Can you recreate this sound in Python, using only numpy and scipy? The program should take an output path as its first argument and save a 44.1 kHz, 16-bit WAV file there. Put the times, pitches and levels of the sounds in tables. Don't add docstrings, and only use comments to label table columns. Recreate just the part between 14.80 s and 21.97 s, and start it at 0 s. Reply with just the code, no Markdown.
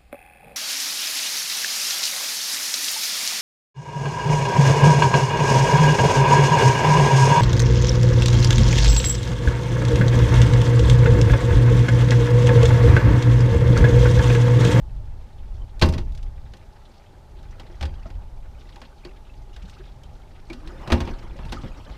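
import sys
import numpy as np
from scipy import signal
from scipy.fft import rfft, irfft, next_fast_len
from scipy.io import wavfile
from scipy.ndimage import uniform_filter1d, map_coordinates

SR = 44100
rng = np.random.default_rng(int(sys.argv[2]) if len(sys.argv) > 2 else 0)


def unload_wav(signal):
    wavfile.write(
        sys.argv[1],
        SR,
        np.round(np.clip(np.atleast_2d(signal).T, -1, 1) * 32767).astype(np.int16),
    )


N = 316197
TIME = np.arange(N) / SR
AGE = np.arange(SR * 3 // 4) / SR

# [f/Hz, level/dB per Hz]
RUMBLE_SPECTRUM = [(8.8, -36), (15, 1.5), (32, 4), (51, 0), (78, -6), (135, -15), (156, -23), (177, -31.5),
                   (215, -34.5), (260, -33), (340, -53), (570, -120)]
AIR_SPECTRUM = [(120, -48), (200, 1), (300, -7), (400, -4.5), (480, -10), (620, -1.5), (700, -8.5),
                (850, 1.5), (980, -12), (1750, -21.5), (4000, -21), (8000, -29.5), (13000, -35),
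                (15500, -41)]
# [f/Hz, width/Hz, level/dB]
DRONE_PEAKS = [(137, 37, 18), (378, 25, 11), (584, 32, -11), (826, 10, 3.5), (930, 8.9, -21)]
# [t/s, level/dB]
ROCKING_CURVE = [(0.0, -36), (0.16, -32), (0.5, -41.5), (0.78, -34.5), (0.9, -40), (1.2, -30), (1.8, -45.5),
                 (2.12, -49.5), (3.22, -35.5), (4.27, -49), (4.61, -44.5), (5.95, -43), (6.19, -38.5),
                 (6.83, -34), (6.95, -41), (7.17, -40)]
# [t/s, rustle level/dB, scrape level/dB]
MOVEMENT_CURVE = [(0, -71, -62), (.95, -64.5, -57.5), (1.6, -67, -62), (2, -62.5, -60.5), (2.5, -66.5, -61),
                  (2.8, -59.5, -55.5), (3.2, -60.5, -55), (3.5, -72, -58.5), (3.9, -57.5, -61),
                  (4.65, -66, -61), (4.9, -55, -59.5), (5.15, -66.5, -57), (5.62, -64, -59),
                  (5.78, -56.5, -55.5), (6.07, -50.5, -39.5), (6.22, -45.5, -40.5), (6.48, -57, -48.5),
                  (6.7, -51, -49.5), (7.17, -55, -50.5)]
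# [f/Hz, level/dB per Hz]
RUSTLE_SPECTRUM = [(650, -40), (1200, 10), (1800, 1), (3600, -1), (5500, -7), (8000, -15), (11000, -20.5),
                   (15500, -27)]
SCRAPE_SPECTRUM = [(76, -12.5), (130, -3), (254, -11), (345, -8.5), (459, -16.5), (513, -12), (610, -16),
                   (874, -13.5), (989, -16.5), (2500, -31.5), (3250, -81), (5500, -120)]
# [f/Hz, level/dB]
DRIP_STRENGTH = [(300, 0), (700, -13), (1500, 2), (3200, 10), (5000, -9), (9000, -8)]
# [t/s, starting f/Hz, level/dB]
PLOP_EVENTS = [(3.255, 634, -34.5), (3.257, 1294, -39), (3.957, 2520, -41), (3.966, 837, -32.5),
               (4.248, 4470, -35), (4.251, 339, -30), (4.496, 2650, -42.5), (4.834, 178, -37),
               (4.996, 366, -37.5), (5.234, 3100, -42), (5.7, 324, -24), (5.701, 2280, -32),
               (5.727, 2640, -40), (6.556, 528, -36.5), (6.658, 880, -38), (6.768, 1197, -29.5),
               (7.064, 542, -37)]
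# [t/s, mean f/Hz, level/dB]
GROAN_CURVE = [(5.71, 289.6, -64), (5.735, 249, -42), (5.765, 236, -39), (5.80, 303, -56), (5.85, 303, -47),
               (5.885, 333, -40.5), (5.935, 415, -58), (5.96, 555, -44), (5.985, 566, -67)]
# [t/s, level/dB]
TICK_EVENTS = [(0.9942, -42), (1.057, -36), (1.087, -36), (1.124, -41), (1.321, -52.5), (1.349, -47.5),
               (1.3751, -47), (1.428, -48.5), (1.769, -52), (2.628, -54.5), (4.896, -47), (5.234, -51),
               (6.1195, -28), (6.72, -39.5)]
# [f/Hz, level/dB per Hz]
TICK_SPECTRUM = [(600, -24), (2000, -3.5), (3500, 0.5), (5500, -3), (8000, -10), (11000, -17), (15500, -27)]
CLACK_SPECTRUM = [(300, -49), (900, -8), (1600, 1), (2500, -5), (4200, 1), (5500, -11.5), (7500, -21),
                  (11000, -54.5), (15500, -38)]
CRACK_SPECTRUM = [(700, -19), (1600, -13), (2800, 14), (4000, -6), (5200, -8), (7000, -18), (10000, -46),
                  (15500, -38)]
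KNOCK_SPECTRUM = [(200, -29), (380, 0), (560, 4.5), (700, 4.5), (830, 6.5), (1080, 0.5), (1400, -4.5),
                  (3000, -8), (8000, -65)]
THUMP_SPECTRUM = [(60, -21), (120, 6), (180, 3.5), (260, -3.5), (350, -7), (500, -13.5), (1500, -54)]
# [f/Hz, level/dB, t60/s]
FITTING_MODES = [(1483, 7, 0.11), (1780, -1, .18), (1938, 5, 0.11), (2287, -19, 0.3), (2510, 9, 0.057),
                 (2750, -1, 0.23), (3100, -7.5, 0.11), (3280, 8, 0.084), (4030, -34, 0.16),
                 (4240, -47, 0.059), (4680, -5, 0.15), (4700, -13, 0.41), (5170, -3, 0.18),
                 (5880, -9, 0.25)]
PLATE_MODES = [(235.2, 3.5, 0.25), (282, -6.5, 0.62), (352.5, 3.5, 0.22), (416, -14, 0.59),
               (522.5, -5, 0.36), (545, -4, 0.27), (632, -8, 0.38), (816, -2, 0.19), (923, -11, 0.51),
               (1075, 4.5, 0.092), (1083, -6, 0.1), (1189, -2, 0.13)]
HULL_MODES = [(38.7, -1.5, 0.12), (71.6, -2, 0.21), (80.9, -1.5, 0.35), (105, -9.5, 0.13),
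              (118.7, -20, 0.25), (177, -7.5, 0.51)]
# [clack level over boom/dB, boom centre f/Hz]
CONTACT_HARDNESS = [(-27, 46), (-7, 76), (8, 220)]
# [t/s, metal clack/dB, plate knock/dB, floor thump/dB, hull boom/dB]
BLOW_EVENTS = [(1.014, -22, -29, -33, -9.5), (1.0211, -13, -18.5, -12.5, -1.5),
               (1.0548, -40, -51, -19, -20), (1.0713, -52, -44, -34, -7), (1.0859, -41, -40, -37, -34),
               (1.1362, -32.5, -58, -33, -22), (1.1799, -33.5, -38, -28.5, -29),
               (1.736, -43, -48, -51, -60), (2.797, -40, -46.5, -48, -55), (2.897, -60, -53, -67, -41),
               (3.0097, -35, -38.5, -50, -14.5), (3.0263, -31, -34.5, -32.5, -13),
               (3.053, -36.5, -48, -36, -20), (3.256, -55, -49.5, -40, -51),
               (3.3026, -47.5, -49.5, -58, -41), (3.352, -56, -67, -58, -17),
               (3.9585, -44.5, -52, -60, -59), (4.016, -41.5, -46.5, -67, -54),
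               (4.249, -42, -45, -43.5, -52), (4.7628, -42, -54, -60, -62), (5.699, -40.5, -44, -43, -51),
               (5.7301, -37.5, -62, -54, -42), (5.874, -40, -65, -55, -58), (6.0741, -36, -39, -31, -34),
               (6.1019, -34, -25.5, -29, -26), (6.12, -23, -18.5, -18.5, -2.5),
               (6.2036, -31, -32, -36, -26), (6.2737, -42.5, -35, -34, -16), (6.588, -51, -41, -36, -29),
               (6.652, -45, -52, -36.5, -26), (6.7226, -30.5, -33.5, -38, -40),
               (6.835, -58, -40.5, -28.5, -20.5), (7.0917, -66, -47.5, -40, -41)]

TOP_HZ = 15600
RUMBLE_DB = 4
PLOP_T60_S, PLOP_SIZE_LAW = .066, .55
PLOP_RISE, PLOP_JITTER = 3.6, 0.074
PLOP_DIRECT_DB, PLOP_WALLS_DB = -0.5, -6
GROAN_ROUGH, GROAN_OVERTONE_DB = 0.013, -28
TACKLE_DB, TACKLE_TOP_DB = -7.5, -27
SLAM_DB = -22
JUMP_S, JUMP_HZ = .024, 130
JUMP_DB, JUMP_LOSS_DB = -10, 2


def amp(db):
    return 10 ** (np.asarray(db) / 20)


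def unit(x):
    return x / np.sqrt(np.mean(x ** 2) + 1e-20)


def fade(t60):
    return np.exp(-np.log(1000) * AGE / max(t60, 1e-3))


def curves(rows):
    s, *columns = np.transpose(rows)
    return [np.interp(TIME, s, column) for column in columns]


def wobble(rate):
    knots = rng.standard_normal(int(N * rate / SR) + 4)
    return map_coordinates(knots, [TIME * rate])


def filtered(x, response):
    size = next_fast_len(len(x) + 8192)
    spectrum = rfft(x, size) * response(np.fft.rfftfreq(size, 1 / SR))
    return irfft(spectrum, size)[:len(x)]


def coloured(x, spectrum):
    f, db = np.transpose(spectrum)
    return unit(filtered(x, lambda hz: amp(np.interp(np.log(hz + 1), np.log(f), db))))


def add(track, s, sound):
    room = track[round(s * SR):][:len(sound)]
    room += sound[:len(room)]


def background():
    rumble_db = curves(ROCKING_CURVE)[0] + RUMBLE_DB + 1.6 * wobble(4)
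    rumble = coloured(rng.standard_normal(N), RUMBLE_SPECTRUM) * amp(rumble_db)
    air = amp(-57) * coloured(rng.standard_normal(N), AIR_SPECTRUM)

    def resonances(f):
        return sum(amp(db) * 1j * f * width / (centre ** 2 - f * f + 1j * f * width)
                   for centre, width, db in DRONE_PEAKS)

    drone = amp(-59.0) * unit(filtered(rng.standard_normal(N), resonances))
    return rumble + air + drone


def drips(loudness_db, per_second, size_db):
    track = np.zeros(N)
    age = AGE[:SR // 10]
    pitch_hz, pitch_db = np.transpose(DRIP_STRENGTH)
    for when, pitch, size, life in rng.random((round(per_second * N / SR), 4)):
        hz = 400 * 20 ** (pitch ** .7)
        strength_db = np.interp(np.log(hz), np.log(pitch_hz), pitch_db)
        db = loudness_db[int(when * N)] + size_db * size ** 3 + strength_db
        decay = 0.0029 * (.5 + life) * np.sqrt(2000 / hz)
        tone = np.sin(2 * np.pi * hz * age * (1 + 0.98 * life * age))
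        shape = np.exp(-age / decay) * (1 - np.exp(-age / 0.0023))
        add(track, when * N / SR, amp(db) * tone * shape)
    return track


def patchy(depth_db):
    z = signal.stft(rng.standard_normal(N), nperseg=512)[2]
    field = uniform_filter1d(rng.standard_normal(z.shape), size=5, axis=0)
    field = uniform_filter1d(field, size=4, axis=1)
    return signal.istft(z * amp(depth_db * unit(field)), nperseg=512)[1][:N]


def scuffs():
    track = np.zeros(N)
    age = AGE[:SR // 16]
    for when, pitch, size, life in rng.random((round(55 * N / SR), 4)):
        hz = 1500 * 5 ** pitch
        scratch = signal.lfilter(*signal.iirpeak(hz, 3.5, fs=SR), rng.standard_normal(len(age)))
        slip = age / (.002 + .005 * life)
        add(track, when * N / SR, amp(6 * size ** 2) * scratch * slip * np.exp(-slip))
    return unit(track)


def movement():
    rustle_db, scrape_db = curves(MOVEMENT_CURVE)
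    share = np.interp(rustle_db, [-64, -54], [.6, .2])
    friction = np.sqrt(share) * scuffs() + np.sqrt(1 - share) * unit(patchy(depth_db=5.0))
    rustle = coloured(friction, RUSTLE_SPECTRUM) * amp(rustle_db - 0.5 + 0.8 * wobble(21))
    scrape = coloured(patchy(depth_db=4.0), SCRAPE_SPECTRUM) * amp(scrape_db + 2.0 + 0.94 * wobble(30))
    water = drips(np.minimum(rustle_db, -57) + 2, per_second=60, size_db=13)
    return rustle + scrape + water


def plops():
    track = np.zeros(N)
    for s, hz, db in PLOP_EVENTS:
        t60 = PLOP_T60_S * (1000 / hz) ** PLOP_SIZE_LAW
        jitter = np.interp(AGE, np.linspace(0, AGE[-1], num=260), rng.standard_normal(260))
        pitch = hz * 2 ** (PLOP_RISE * np.minimum(AGE, t60) + PLOP_JITTER * jitter)
        shape = fade(t60) * (1 - np.exp(-AGE / 0.0024))
        note = np.sin(2 * np.pi * np.cumsum(pitch) / SR) * shape
        walls = rng.standard_normal(len(AGE)) * fade(0.061)
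        blur = signal.fftconvolve(note, walls / np.linalg.norm(walls))[:len(AGE)]
        add(track, s, amp(db) * (amp(PLOP_DIRECT_DB) * note + amp(PLOP_WALLS_DB) * blur))
    return track


def groan():
    hz, db = curves(GROAN_CURVE)
    phase = 2 * np.pi * np.cumsum(hz * (1 + GROAN_ROUGH * wobble(150))) / SR
    turning = (TIME > GROAN_CURVE[0][0]) & (TIME < GROAN_CURVE[-1][0])
    tone = np.sin(phase) + amp(GROAN_OVERTONE_DB) * np.sin(2 * phase)
    return turning * amp(db + 2.0 * wobble(68)) * tone


def burst(spectrum, attack, t60, tail_db, tail_t60):
    shape = (1 - np.exp(-AGE / attack)) * (fade(t60) + amp(tail_db) * fade(tail_t60))
    sound = shape * coloured(rng.standard_normal(len(AGE)), spectrum)
    return sound * np.linalg.norm(shape) / np.linalg.norm(sound)


def ring(modes, scatter_db):
    strength = amp(scatter_db * rng.standard_normal(len(modes))) * rng.choice([-1, 1], len(modes))
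    swing = sum(gain * amp(db) * fade(t60) * np.sin(2 * np.pi * hz * AGE)
                for gain, (hz, db, t60) in zip(strength, modes))
    return swing * (1 - np.exp(-AGE / 0.0014))


def tick(db):
    life = np.interp(db, [-55, -35], [.028, .055])
    click = burst(TICK_SPECTRUM, attack=0.00067, t60=life, tail_db=-16, tail_t60=3 * life)
    return amp(db + 0.5) * click


def ticks():
    track = np.zeros(N)
    for s, db in TICK_EVENTS:
        add(track, s, tick(db))
    return track


def clack(clack_db):
    rattle = np.interp(clack_db, [-45, -15], [.032, .075])
    chatter = burst(CLACK_SPECTRUM, attack=0.00094, t60=rattle, tail_db=-20.5, tail_t60=2.4 * rattle)
    fittings = amp(-18.5) * ring(FITTING_MODES, scatter_db=-0.5)
    touch = burst(CRACK_SPECTRUM, attack=0.00075, t60=0.012, tail_db=-33, tail_t60=.05)
    return chatter + fittings + amp(-0.5) * touch


def knock():
    dense = burst(KNOCK_SPECTRUM, attack=0.00055, t60=0.12, tail_db=-32.0, tail_t60=0.31)
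    return dense + amp(-9.5) * ring(PLATE_MODES, scatter_db=5.0)


def thump():
    return burst(THUMP_SPECTRUM, attack=0.0028, t60=0.16, tail_db=-27.0, tail_t60=0.72)


def boom(centre_hz, octaves):
    swing = np.zeros(len(AGE))
    for hz, db, t60 in HULL_MODES:
        favour = 1 / (1 + (np.log2(hz / centre_hz) / octaves) ** 2)
        swing -= favour * amp(db) * fade(t60) * np.sin(2 * np.pi * hz * AGE)
    return swing * (1 - np.exp(-AGE / 0.0054))


def jumping_boards(count):
    track = np.zeros(N)
    for s, _, knock_db, thump_db, _ in BLOW_EVENTS:
        if knock_db > SLAM_DB:
            for k, late in enumerate(rng.uniform(-0.3064, 0.295, count)):
                thud = thump() + amp(-13.5) * knock() + amp(-3.5) * boom(JUMP_HZ, octaves=0.83)
                thud_db = thump_db + JUMP_DB - JUMP_LOSS_DB * k
                add(track, s + JUMP_S * (k + 1 + late), amp(thud_db) * thud)
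    return track


def blows():
    track = np.zeros(N)
    for s, clack_db, knock_db, thump_db, boom_db in BLOW_EVENTS:
        tackle = tick(min(clack_db + TACKLE_DB, TACKLE_TOP_DB))
        metal = amp(clack_db - 1.5) * clack(clack_db)
        add(track, s, metal + amp(knock_db) * knock() + amp(thump_db) * thump() + tackle)
        centre_hz = np.interp(clack_db - boom_db, *np.transpose(CONTACT_HARDNESS))
        hull = amp(boom_db) * boom(centre_hz, octaves=0.42)
        add(track, s + 0.00423, hull)
    return track


def scene():
    surroundings = background() + movement() + plops()
    hatch_and_tackle = groan() + ticks()
    return (surroundings + hatch_and_tackle + jumping_boards(count=8) + blows())[None]


def record(dry):
    return filtered(dry[0], lambda hz: hz < TOP_HZ)[None]


dry = scene()
out = record(dry)
unload_wav(out)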